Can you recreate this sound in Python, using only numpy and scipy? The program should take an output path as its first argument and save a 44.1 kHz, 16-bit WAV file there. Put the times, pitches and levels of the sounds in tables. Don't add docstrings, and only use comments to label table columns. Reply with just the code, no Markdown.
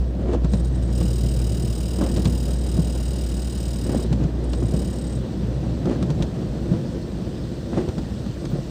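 import sys
import numpy as np
from scipy import signal
from scipy.fft import rfft, irfft, next_fast_len
from scipy.io import wavfile
from scipy.ndimage import uniform_filter1d, map_coordinates

SR = 44100
rng = np.random.default_rng(int(sys.argv[2]) if len(sys.argv) > 2 else 0)


def attenuation_scalar(level_db):
    decades = np.asarray(level_db, float) / 20
    return 10 ** decades


def digitize_waveform(pressure):
    field = np.atleast_2d(pressure).T
    bounded = np.clip(field, -1, 1)
    quanta = np.round(bounded * 32767).astype(np.int16)
    wavfile.write(sys.argv[1], SR, quanta)


N = 383669

# time in seconds, firing rate in Hz, fundamental in dB, second order in dB.
FIRING = [(0.0, 61.1, -16.5, -38.5), (0.15, 61.1, -25, -44), (0.42, 60.22, -19.5, -33),
          (1.5, 59.78, -21, -30), (1.68, 60.27, -24.5, -32), (2.58, 60.07, -21.5, -40.5),
          (3.55, 61.54, -24.5, -42), (4.17, 59.14, -26, -30), (4.47, 59.6, -22, -47),
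          (4.79, 61.35, -26, -35.5), (5.37, 61.1, -29.5, -46), (5.45, 61.07, -25.5, -29.5),
          (5.75, 61.64, -26.5, -36), (5.93, 66.3, -47, -41), (6.1, 69.6, -43, -25.5), (6.35, 69, -46, -54)]
# frequency in Hz, level in dB.
BOOM_COLOUR = [(15, -120), (28, -33), (42, 0), (60, 16), (75, 8.0), (95, -38), (160, -120)]
BOOM_DB, IDLE_DB = -39, -35
LIFT_OFF_S, ROLL_DB = 5.84, -18

# time in seconds, bow wave in dB.
BOW_WAVE = [(0.0, -32), (0.8, -28), (1.9, -29), (2.5, -28), (3.7, -30), (4.4, -27.5), (5.3, -28),
            (5.8, -27), (6.6, -26.5), (7.0, -28), (7.7, -30), (8.7, -31.5)]
# frequency in Hz, density in dB per Hz.
FLOOR_COLOUR = [(15, -46), (25, -23), (35, -18), (48, -4.5), (118, 2.5), (141, 2.5), (188, 2), (281, -8),
                (330, -6), (430, -42), (730, -120)]
# frequency in Hz, density in dB per Hz.
SLOSH_COLOUR = [(120, -20.5), (200, -3.5), (293, -7.5), (351, -4.5), (404, -10.5), (529, -11), (752, -21),
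                (823, -24), (1020, -28), (2200, -43), (2860, -90), (4840, -120)]
# frequency in Hz, level in dB.
SCRAPE_COLOUR = [(500, -120), (900, -36), (1500, -4.5), (3000, 0.5), (9000, -12.5), (11000, -40), (15000, -120)]
SLOSH_DB, SLOSH_FOLLOWS = -33.5, 1
SCRAPE_DB = -54
SLIP_DB = -9

# peak in seconds, build-up in seconds, judder in dB, body surge in dB.
WIPER_STROKES = [(0.35, 0.32, -27, -28), (0.46, 0.046, -38, -26), (0.54, 0.027, -32, -20),
                 (1.02, 0.032, -30.5, -22.5), (2.03, 0.063, -23, -20), (2.18, 0.075, -26.5, -20),
                 (2.28, 0.067, -31.5, -19.5), (2.78, 0.05, -29, -22), (3.97, 0.18, -26, -25),
                 (4.13, 0.07, -39, -19), (4.21, 0.037, -30, -19), (4.63, 0.028, -38, -23.5),
                 (4.75, 0.045, -28, -24), (5.47, 0.057, -40, -29), (5.9, 0.068, -24.5, -36),
                 (6.0, 0.17, -38, -21.5), (6.23, 0.13, -32.5, -24.5), (6.73, 0.056, -29.5, -20),
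                 (7.78, 0.098, -23.5, -30), (8.0, 0.037, -35, -23), (8.46, 0.027, -43, -28),
                 (8.55, 0.042, -29.5, -29)]
BUILD_DB, JUDDER_FALL_S, SURGE_FALL_S = 16, 0.089, 0.094

# time in seconds, hiss in dB.
RAIN_HISS = [
    (0.0, -63.5),
    (0.37, -76),
    (0.45, -64),
    (4.1, -60),
    (4.3, -64),
    (5.25, -60.5),
    (5.9, -62),
    (6.8, -60.5),
    (8.7, -59),
]
# frequency in Hz, density in dB per Hz.
SPRAY_COLOUR = [(710, -3), (1200, -3), (1640, -2), (1770, -1), (2440, -5.5), (3130, -3), (4190, -1.5),
                (6110, -7), (6590, -11.5), (8270, -8.5), (10800, -29), (14800, -20.5), (15800, -26)]
# frequency in Hz, level in dB.
HIGH_HISS_COLOUR = [(7000, -120), (10000, 2), (15700, -3)]
# time in seconds, level in dB.
FIZZ = [(8.497, -110), (8.5, -63), (8.518, -65), (8.522, -58), (8.53, -110)]
# frequency in Hz, level in dB.
FIZZ_COLOUR = [(9000, -60), (13800, -14), (14800, 0), (15600, 0), (16000, -120)]

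# time in seconds, peak in dB, pitch in Hz.
RUBBER_SLIPS = [(0.196, -27, 250), (0.28, -21, 350), (0.292, -14, 355), (0.303, -21, 345),
                (0.316, -24, 250), (0.334, -14, 482), (0.343, -27, 619), (0.35, -12.5, 250),
                (0.363, -19, 334), (0.372, -26, 301), (0.435, -30, 252), (0.451, -12, 253),
                (0.451, -21, 315), (1.988, -15, 310), (2.01, -11, 295), (2.022, -15, 306),
                (2.032, -21, 250), (2.043, -27, 501), (2.064, -26, 275), (2.172, -21, 358),
                (2.245, -21, 336), (2.26, -16, 250), (3.864, -18, 251), (3.893, -9, 250), (3.903, -20, 380),
                (3.933, -14, 250), (3.948, -11, 247), (3.962, -17, 250), (3.994, -15, 361),
                (4.048, -12, 354), (4.118, -17, 383), (4.127, -22, 250), (4.202, -28, 388),
                (4.209, -20, 336), (4.219, -25, 383), (4.623, -13, 345), (5.25, -28, 247.4),
                (5.726, -26, 256), (5.852, -21, 367), (5.873, -9, 350), (5.897, -28, 314), (5.91, -16, 350),
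                (5.931, -17.5, 480), (5.959, -14, 269), (6.097, -15, 273), (6.113, -18, 358),
                (6.213, -15, 253), (7.732, -13, 258), (7.776, -17, 325), (7.787, -10, 384),
                (7.808, -14, 342), (7.838, -17, 339), (7.879, -15.5, 366), (7.895, -16, 338),
                (8.443, -15.5, 332), (8.458, -21, 336), (8.516, -24, 250), (8.585, -21.5, 517)]
# frequency in Hz, level in dB.
RASP_COLOUR = [(300, -120), (600, 3), (1000, -0.5), (1800, -10), (2600, -20), (5000, -120)]

# time in seconds, peak in dB, low part in dB.
LINKAGE_CLICKS = [(0.198, -50, -2), (0.3331, -28, -1), (0.3458, -33, -1), (0.434, -38, -4),
                  (0.445, -29, -4), (0.5351, -23, -8), (1.0114, -30, -4), (2.0119, -31.5, 7.5),
                  (2.0637, -33, 4), (2.1625, -23, -39), (2.2541, -16.5, -10.5), (4.127, -23.5, -6),
                  (4.238, -31, -4), (4.5322, -22, -4.5), (5.251, -54, 2), (5.8557, -30, 2.5),
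                  (5.8844, -43, -1), (5.9133, -38, 11), (6.0262, -25, -2.5), (6.103, -25, -5),
                  (6.2236, -19.5, -9), (7.7729, -52, 17), (7.7997, -41, -34), (7.8876, -29.5, -0.5),
                  (7.9814, -31, 2.5), (8.089, -48, 8), (8.2626, -35, 2), (8.4525, -26.5, -8),
                  (8.517, -38.5, 5)]
# frequency in Hz, level in dB.
CRACK_COLOUR = [(500, -120), (1200, -17), (2000, -1.5), (4000, -0.5), (8000, -8.5), (10000, -20.5),
                (15000, -31)]
# frequency in Hz, level in dB.
DULL_COLOUR = [(150, -120), (300, -20), (550, 8.0), (1500, -4.0), (2500, -24), (5000, -120)]

# time in seconds, peak in dB, pitch in Hz.
PANEL_KNOCKS = [(0.295, -23, 366), (0.336, -15, 110), (0.445, -7, 146), (0.534, -3.5, 188),
                (1.015, -7.5, 175), (2.011, -10.5, 298), (2.168, -4.5, 124), (2.255, -2, 146),
                (2.787, 0, 167), (3.96, -5.5, 204), (4.113, -7.5, 154), (4.249, -5.5, 156),
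                (4.649, -7.5, 114), (4.739, -6.5, 167), (5.432, -16, 190), (5.859, -8.5, 176),
                (5.874, -8.5, 257), (6.026, -9, 199), (6.098, -11, 153.6), (6.441, -18, 177),
                (6.713, -0.5, 162.6), (7.774, -12, 121), (7.777, -6.5, 346), (7.889, -9.5, 94),
                (7.979, -7.5, 206), (8.263, -11, 193), (8.29, -12.5, 120), (8.531, -5.5, 156),
                (8.56, -16, 192), (8.587, -11, 140)]
# time in seconds, peak in dB, pitch in Hz.
TRIM_TAPS = [(0.335, -19, 530), (0.349, -15, 500), (0.435, -27, 479), (0.537, -15.5, 453),
             (1.351, -26, 514), (2.012, -26, 447.8), (2.257, -17, 463), (2.792, -17, 510),
             (3.137, -37, 565.7), (3.947, -14.5, 494), (4.536, -34, 533.8), (4.734, -22, 525),
             (5.481, -21, 470), (5.728, -24, 528), (6.03, -21, 487), (6.223, -23, 543.8),
             (7.775, -12.5, 511)]

# start in seconds, shakes per second.
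DASHBOARD_SHAKE = [
    (0.45, 39.21),
    (1.09, 38.63),
    (2.07, 38.33),
    (3.75, 37.46),
    (4.03, 36.37),
    (4.5, 36.9),
    (4.8, 36.09),
]
# start in seconds, end in seconds, force at first in dB, force at last in dB.
CONTACT_BOUTS = [(.49, .515, -10, -10), (.515, .617, -4.5, -5.5), (0.638, 0.697, -1, -7.5),
                 (.72, .747, -14, -18), (.747, .798, -4, -13), (.824, .85, -5, -5), (.85, .93, -13, -6),
                 (.93, 1.001, -3.5, 0), (1.0, 2.55, -0.5, -0.5), (2.55, 2.67, -4, -1), (2.67, 4.05, -1, -1),
                 (4.048, 4.077, -13, -18), (4.436, 4.461, -8, -6.5), (4.49, 4.68, -7, -4),
                 (4.68, 4.83, -4, -0.5), (4.83, 5.18, -2, -5), (5.18, 5.21, -12, -12)]
LANDING_MOMENTS = [.05, .16, .31, .5]
# frequency in Hz, then level in dB under each of the four landings.
MODES = [(1430, -17, -31, -15, -11), (2810, -18, -12, -8, -20), (2960, -17, -8, -6, -9),
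         (3110, -30, -11, -14, -10), (3745, -20, -12, -16, -12), (3860, -14, -4, -15, -4),
         (4900, -9, 0, -17, -10), (5060, -4, -1, -20, -10), (5235, -14, -9, -16, -18),
         (5420, -16, -11, -10, -12), (5650, -18, -11, -19, -14), (5980, -11, -13, -17, -13),
         (6690, -14, -8, -11, -16), (6940, -16, -4, -8, -24), (7150, -17, -6, -9, -26),
         (7820, -21, -17, -13, -14), (8110, -9, -4, 0, 2), (8760, -12, -10, -16, -23),
         (9220, -14, -11, -11, -23), (9500, -14, -13, -12, -16), (10100, -16, -13, -18, -29),
         (11100, -19, -21, -36, -26), (12900, -13, -35, -25, -32), (13600, -18, -15, -29, -26),
         (14600, -26, -8, -9, -14), (14900, -26, -9, -11, -17)]
# frequency in Hz, density in dB per Hz.
CHATTER_COLOUR = [(1290, -43), (2200, -8), (2890, -7), (4320, -8), (4920, -1), (6200, -11), (7490, -10.5),
                  (8130, -8), (10600, -18), (12400, -20), (14900, -12), (15700, -19)]
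HABIT = .88
CLATTER_GROWS, TOP_GROWS = 1.3, 4.5
UNSURE = .1
LEAD, SPAN = 200, 3000


def unit(x):
    return x / np.sqrt(np.mean(x ** 2) + 1e-20)


def curves(rows):
    s, *cols = np.transpose(rows)
    return [np.interp(np.arange(N) / SR, s, c) for c in cols]


def wobble(rate):
    knots = rng.standard_normal(int(N * rate / SR) + 4)
    return map_coordinates(knots, [np.arange(N) * rate / SR])


def filtered(x, response):
    m = next_fast_len(N + SR // 2)
    return irfft(rfft(x, m) * response(np.fft.rfftfreq(m, 1 / SR)), m)[:N]


def coloured(x, points):
    f, db = np.transpose(points)
    return filtered(x, lambda hz: attenuation_scalar(np.interp(np.log(hz + 1), np.log(f), db)))


def patchy(patchy_db):
    z = signal.stft(rng.standard_normal(N + 512), nperseg=512)[2]
    field = uniform_filter1d(rng.standard_normal(z.shape), 6, 0)
    field = uniform_filter1d(field, 8, 1)
    return signal.istft(z * attenuation_scalar(patchy_db * unit(field)), nperseg=512)[1][:N]


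def spikes(rate, spread_db):
    hit = rng.random(N) < rate / SR
    size = attenuation_scalar(spread_db * np.minimum(rng.exponential(size=N), 3))
    return unit(hit * size * rng.choice([-1, 1], N))


def struck(rows, shape):
    out = np.zeros(N + SR)
    t = np.arange(SR // 5) / SR
    for s, db, column in rows:
        out[round(s * SR):][:len(t)] += attenuation_scalar(db) * shape(t, column)
    return out[:N]


def blow(t, hz, t60, rise_s):
    return attenuation_scalar(-60 * t / t60) * (1 - np.exp(-t / rise_s)) * np.sin(2 * np.pi * hz * t)


def engine():
    hz, first_db, second_db = curves(FIRING + [(6.6, 62.7, -40.5, -73)])
    turn = 2 * np.pi * np.cumsum(hz) / SR + 0.75 * wobble(6.5)
    first = attenuation_scalar(first_db + 2.0 + 0.16 * wobble(4.2)) * np.sin(turn)
    second = attenuation_scalar(second_db + 4.5 + 1.86 * wobble(13)) * np.sin(2 * turn + 2.0 * wobble(11))
    return first + second


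def swells(levels_db, fall_s):
    s, rise_s = np.transpose(WIPER_STROKES)[:2]
    late = np.arange(0, N + 64, 64) / SR - s[:, None]
    loss_db = BUILD_DB * np.where(late < 0, -late / rise_s[:, None], late / fall_s)
    size = np.sqrt(np.sum(attenuation_scalar(levels_db[:, None] - loss_db) ** 2, axis=0))
    return np.interp(np.arange(N), np.arange(len(size)) * 64, size)


def water():
    (wave_db,) = curves(BOW_WAVE)
    judder_db, surge_db = np.transpose(WIPER_STROKES)[2:]
    surge = swells(surge_db, SURGE_FALL_S)
    judder = swells(judder_db, JUDDER_FALL_S)

    rumble = unit(coloured(patchy(patchy_db=0.0), FLOOR_COLOUR))
    drumming = np.hypot(attenuation_scalar(wave_db - 0.5 + 0.76 * wobble(9)), attenuation_scalar(-1.0) * surge)

    load = np.clip((LIFT_OFF_S - np.arange(N) / SR) / .3 + .5, 0, 1)
    idle = np.hypot(attenuation_scalar(IDLE_DB + 1.4 * wobble(4.2)), attenuation_scalar(ROLL_DB) * surge)
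    roll = load * attenuation_scalar(BOOM_DB) + (1 - load) * idle
    boom = unit(coloured(rng.standard_normal(N), BOOM_COLOUR))

    slosh = np.hypot(attenuation_scalar(SLOSH_DB + SLOSH_FOLLOWS * (wave_db + 28.5)), judder)
    slaps = attenuation_scalar(1.48 * wobble(45)) * patchy(patchy_db=0.5) + .4 * spikes(300, spread_db=4.5)
    scrape = unit(coloured(slaps, SCRAPE_COLOUR))
    bright = attenuation_scalar(SCRAPE_DB) * (slosh / attenuation_scalar(-30)) ** 1.3
    t = np.arange(SR // 50) / SR
    slip_burst = attenuation_scalar(-60 * t / .018) * rng.standard_normal(len(t))
    small_slips = np.convolve(spikes(110, spread_db=3), slip_burst)[:N]
    wash = slosh * unit(coloured(slaps, SLOSH_COLOUR)) + bright * scrape
    wash = wash + attenuation_scalar(SLIP_DB) * judder * unit(coloured(small_slips, SLOSH_COLOUR))
    return drumming * rumble + roll * boom + wash


def rain():
    (hiss_db,) = curves(RAIN_HISS)
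    (fizz_db,) = curves(FIZZ)
    drops = patchy(patchy_db=1.54) + .35 * spikes(250, spread_db=4.0)
    spray = attenuation_scalar(hiss_db + 11.0 + 0.15 * wobble(22.0)) * unit(coloured(drops, SPRAY_COLOUR))
    high_hiss = attenuation_scalar(-72.5) * unit(coloured(rng.standard_normal(N), HIGH_HISS_COLOUR))
    fizz = attenuation_scalar(fizz_db) * unit(coloured(rng.standard_normal(N), FIZZ_COLOUR))
    return spray + fizz + high_hiss


def slips():
    pluck = struck(RUBBER_SLIPS, lambda t, hz: blow(t, hz, t60=0.039, rise_s=0.0011))
    rasp = struck(RUBBER_SLIPS, lambda t, hz: attenuation_scalar(-60 * t / 0.04) * rng.standard_normal(len(t)))
    return attenuation_scalar(-1.5) * pluck + attenuation_scalar(-9) * coloured(rasp, RASP_COLOUR)


def clicks():
    fade = lambda t: attenuation_scalar(-60 * t / 0.046) + 0.24 * attenuation_scalar(-60 * t / 0.048)
    crack = struck(LINKAGE_CLICKS, lambda t, low_db: fade(t) * rng.standard_normal(len(t)))
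    dull = struck(LINKAGE_CLICKS, lambda t, low_db: attenuation_scalar(low_db - 60 * t / 0.065) * rng.standard_normal(len(t)))
    return attenuation_scalar(-4.5) * coloured(crack, CRACK_COLOUR) + attenuation_scalar(7.5) * coloured(dull, DULL_COLOUR)


def knocks():
    panel = struck(PANEL_KNOCKS, lambda t, hz: blow(t, hz, t60=0.066, rise_s=0.0032))
    trim = struck(TRIM_TAPS, lambda t, hz: blow(t, hz, t60=.028, rise_s=.0008))
    return attenuation_scalar(-1.76) * panel + attenuation_scalar(-1.5) * trim


def contact(s):
    force_db = np.full(len(s), -40.)
    for first_s, last_s, first_db, last_db in CONTACT_BOUTS:
        inside = (s >= first_s) & (s < last_s)
        force_db[inside] = np.interp(s[inside], [first_s, last_s], [first_db, last_db])
    scatter = 1 + UNSURE * rng.standard_normal((len(s), 3))
    return (force_db[:, None] * [1, CLATTER_GROWS, TOP_GROWS] * scatter).T


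def mode_levels(s, hz, rings):
    ring_db, clatter_db, top_db = contact(s)
    lower_db = np.outer(ring_db, rings) + np.outer(clatter_db, 1 - rings)
    level_db = np.where(hz > 14000, top_db[:, None], lower_db)
    level_db[:, (hz < 3600) | (abs(hz - 5000) < 150)] += .22 * top_db[:, None]
    level_db[:, (hz > 8500) & (hz < 14000)] += .2 * top_db[:, None]
    return attenuation_scalar(level_db) * (clatter_db + ring_db > -46)[:, None]


def trinket():
    from_s, rate = np.transpose(DASHBOARD_SHAKE)
    now = np.arange(N)
    shakes_per_s = np.r_[0, rate][np.searchsorted(from_s * SR, now)]
    cycle = np.cumsum(shakes_per_s) / SR + .45
    last = int(cycle[int(CONTACT_BOUTS[-1][1] * SR)])
    starts = np.searchsorted(cycle, np.arange(1, last + 1))

    hz, *strike_db = np.transpose(MODES)
    rings = (abs(hz - 8000) < 200) + .95 * (abs(hz - 3840) < 50)
    level = mode_levels(starts / SR + .019, hz, rings)
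    phase = rng.uniform(0, 2 * np.pi, level.shape)
    loose = np.where(rings == 1, .2, np.where(rings > 0, .7, .25))

    t = np.arange(-LEAD, SPAN - LEAD) / SR
    soft = np.exp(-.5 * (np.arange(-150, 151) / SR / .0008) ** 2)
    soft = soft / soft.sum()
    bursts, skids = 0, 0
    for at, db in zip(LANDING_MOMENTS, strike_db):
        late = t - at / 38.4

        def eased(t60):
            return np.convolve((late > 0) * attenuation_scalar(-60 * late / t60), soft, "same")

        fade = 1.15 * eased(.028) + .16 * eased(.11)
        tail = .3 * eased(.11)
        high_fade = 1.4 * eased(.025) + .13 * eased(.08)
        shape = np.where(hz[:, None] > 8500, high_fade, fade)
        size = level * attenuation_scalar(db + 0.4 * rng.standard_normal(level.shape))
        turn = phase + loose * rng.standard_normal(level.shape)
        near_hz = hz + 16 * (rings < 1) * rng.standard_normal(len(hz))
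        wave = 2 * np.pi * np.outer(near_hz, t)
        bursts = bursts + size * np.cos(turn) @ (shape * np.sin(wave))
        bursts = bursts + size * np.sin(turn) @ (shape * np.cos(wave))
        skids = skids + (fade + tail) * attenuation_scalar(np.mean(db[hz > 8500]))

    where = (starts[:, None] + np.arange(-LEAD, SPAN - LEAD)).ravel()
    lay = lambda rows: np.bincount(where, rows.ravel(), N)[:N]

    latest = starts[np.searchsorted(starts, now, "right") - 1].clip(now - 2799, now)
    habit = rng.standard_normal(2800)[now - latest]
    mixed = HABIT * habit + np.sqrt(1 - HABIT ** 2) * rng.standard_normal(N)
    grit = coloured(mixed + .5 * spikes(1600, spread_db=-3.5), CHATTER_COLOUR)
    top = filtered(grit, lambda f: abs(f - 14700) < 450)
    chatter = lay(level[:, :1] * skids) * (grit - top) + lay(level[:, -1:] * skids) * top
    return attenuation_scalar(-43.5) * lay(bursts) + attenuation_scalar(-25) * chatter


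def scene():
    return (engine() + water() + rain() + slips() + clicks() + knocks() + trinket())[None]


def top_cut(x):
    return signal.sosfilt(signal.butter(12, 16080, fs=SR, output="sos"), x)


def record(dry):
    def response(hz):
        limit = attenuation_scalar(-30 * np.clip((hz - 15450) / 350, 0, 4) ** 2)
        return limit * (1 - 0.41 * np.exp(-((hz - 2150) / 130) ** 2))

    mix = filtered(dry[0], response)[None]
    return top_cut(mix)


dry = scene()
out = record(dry)
digitize_waveform(out)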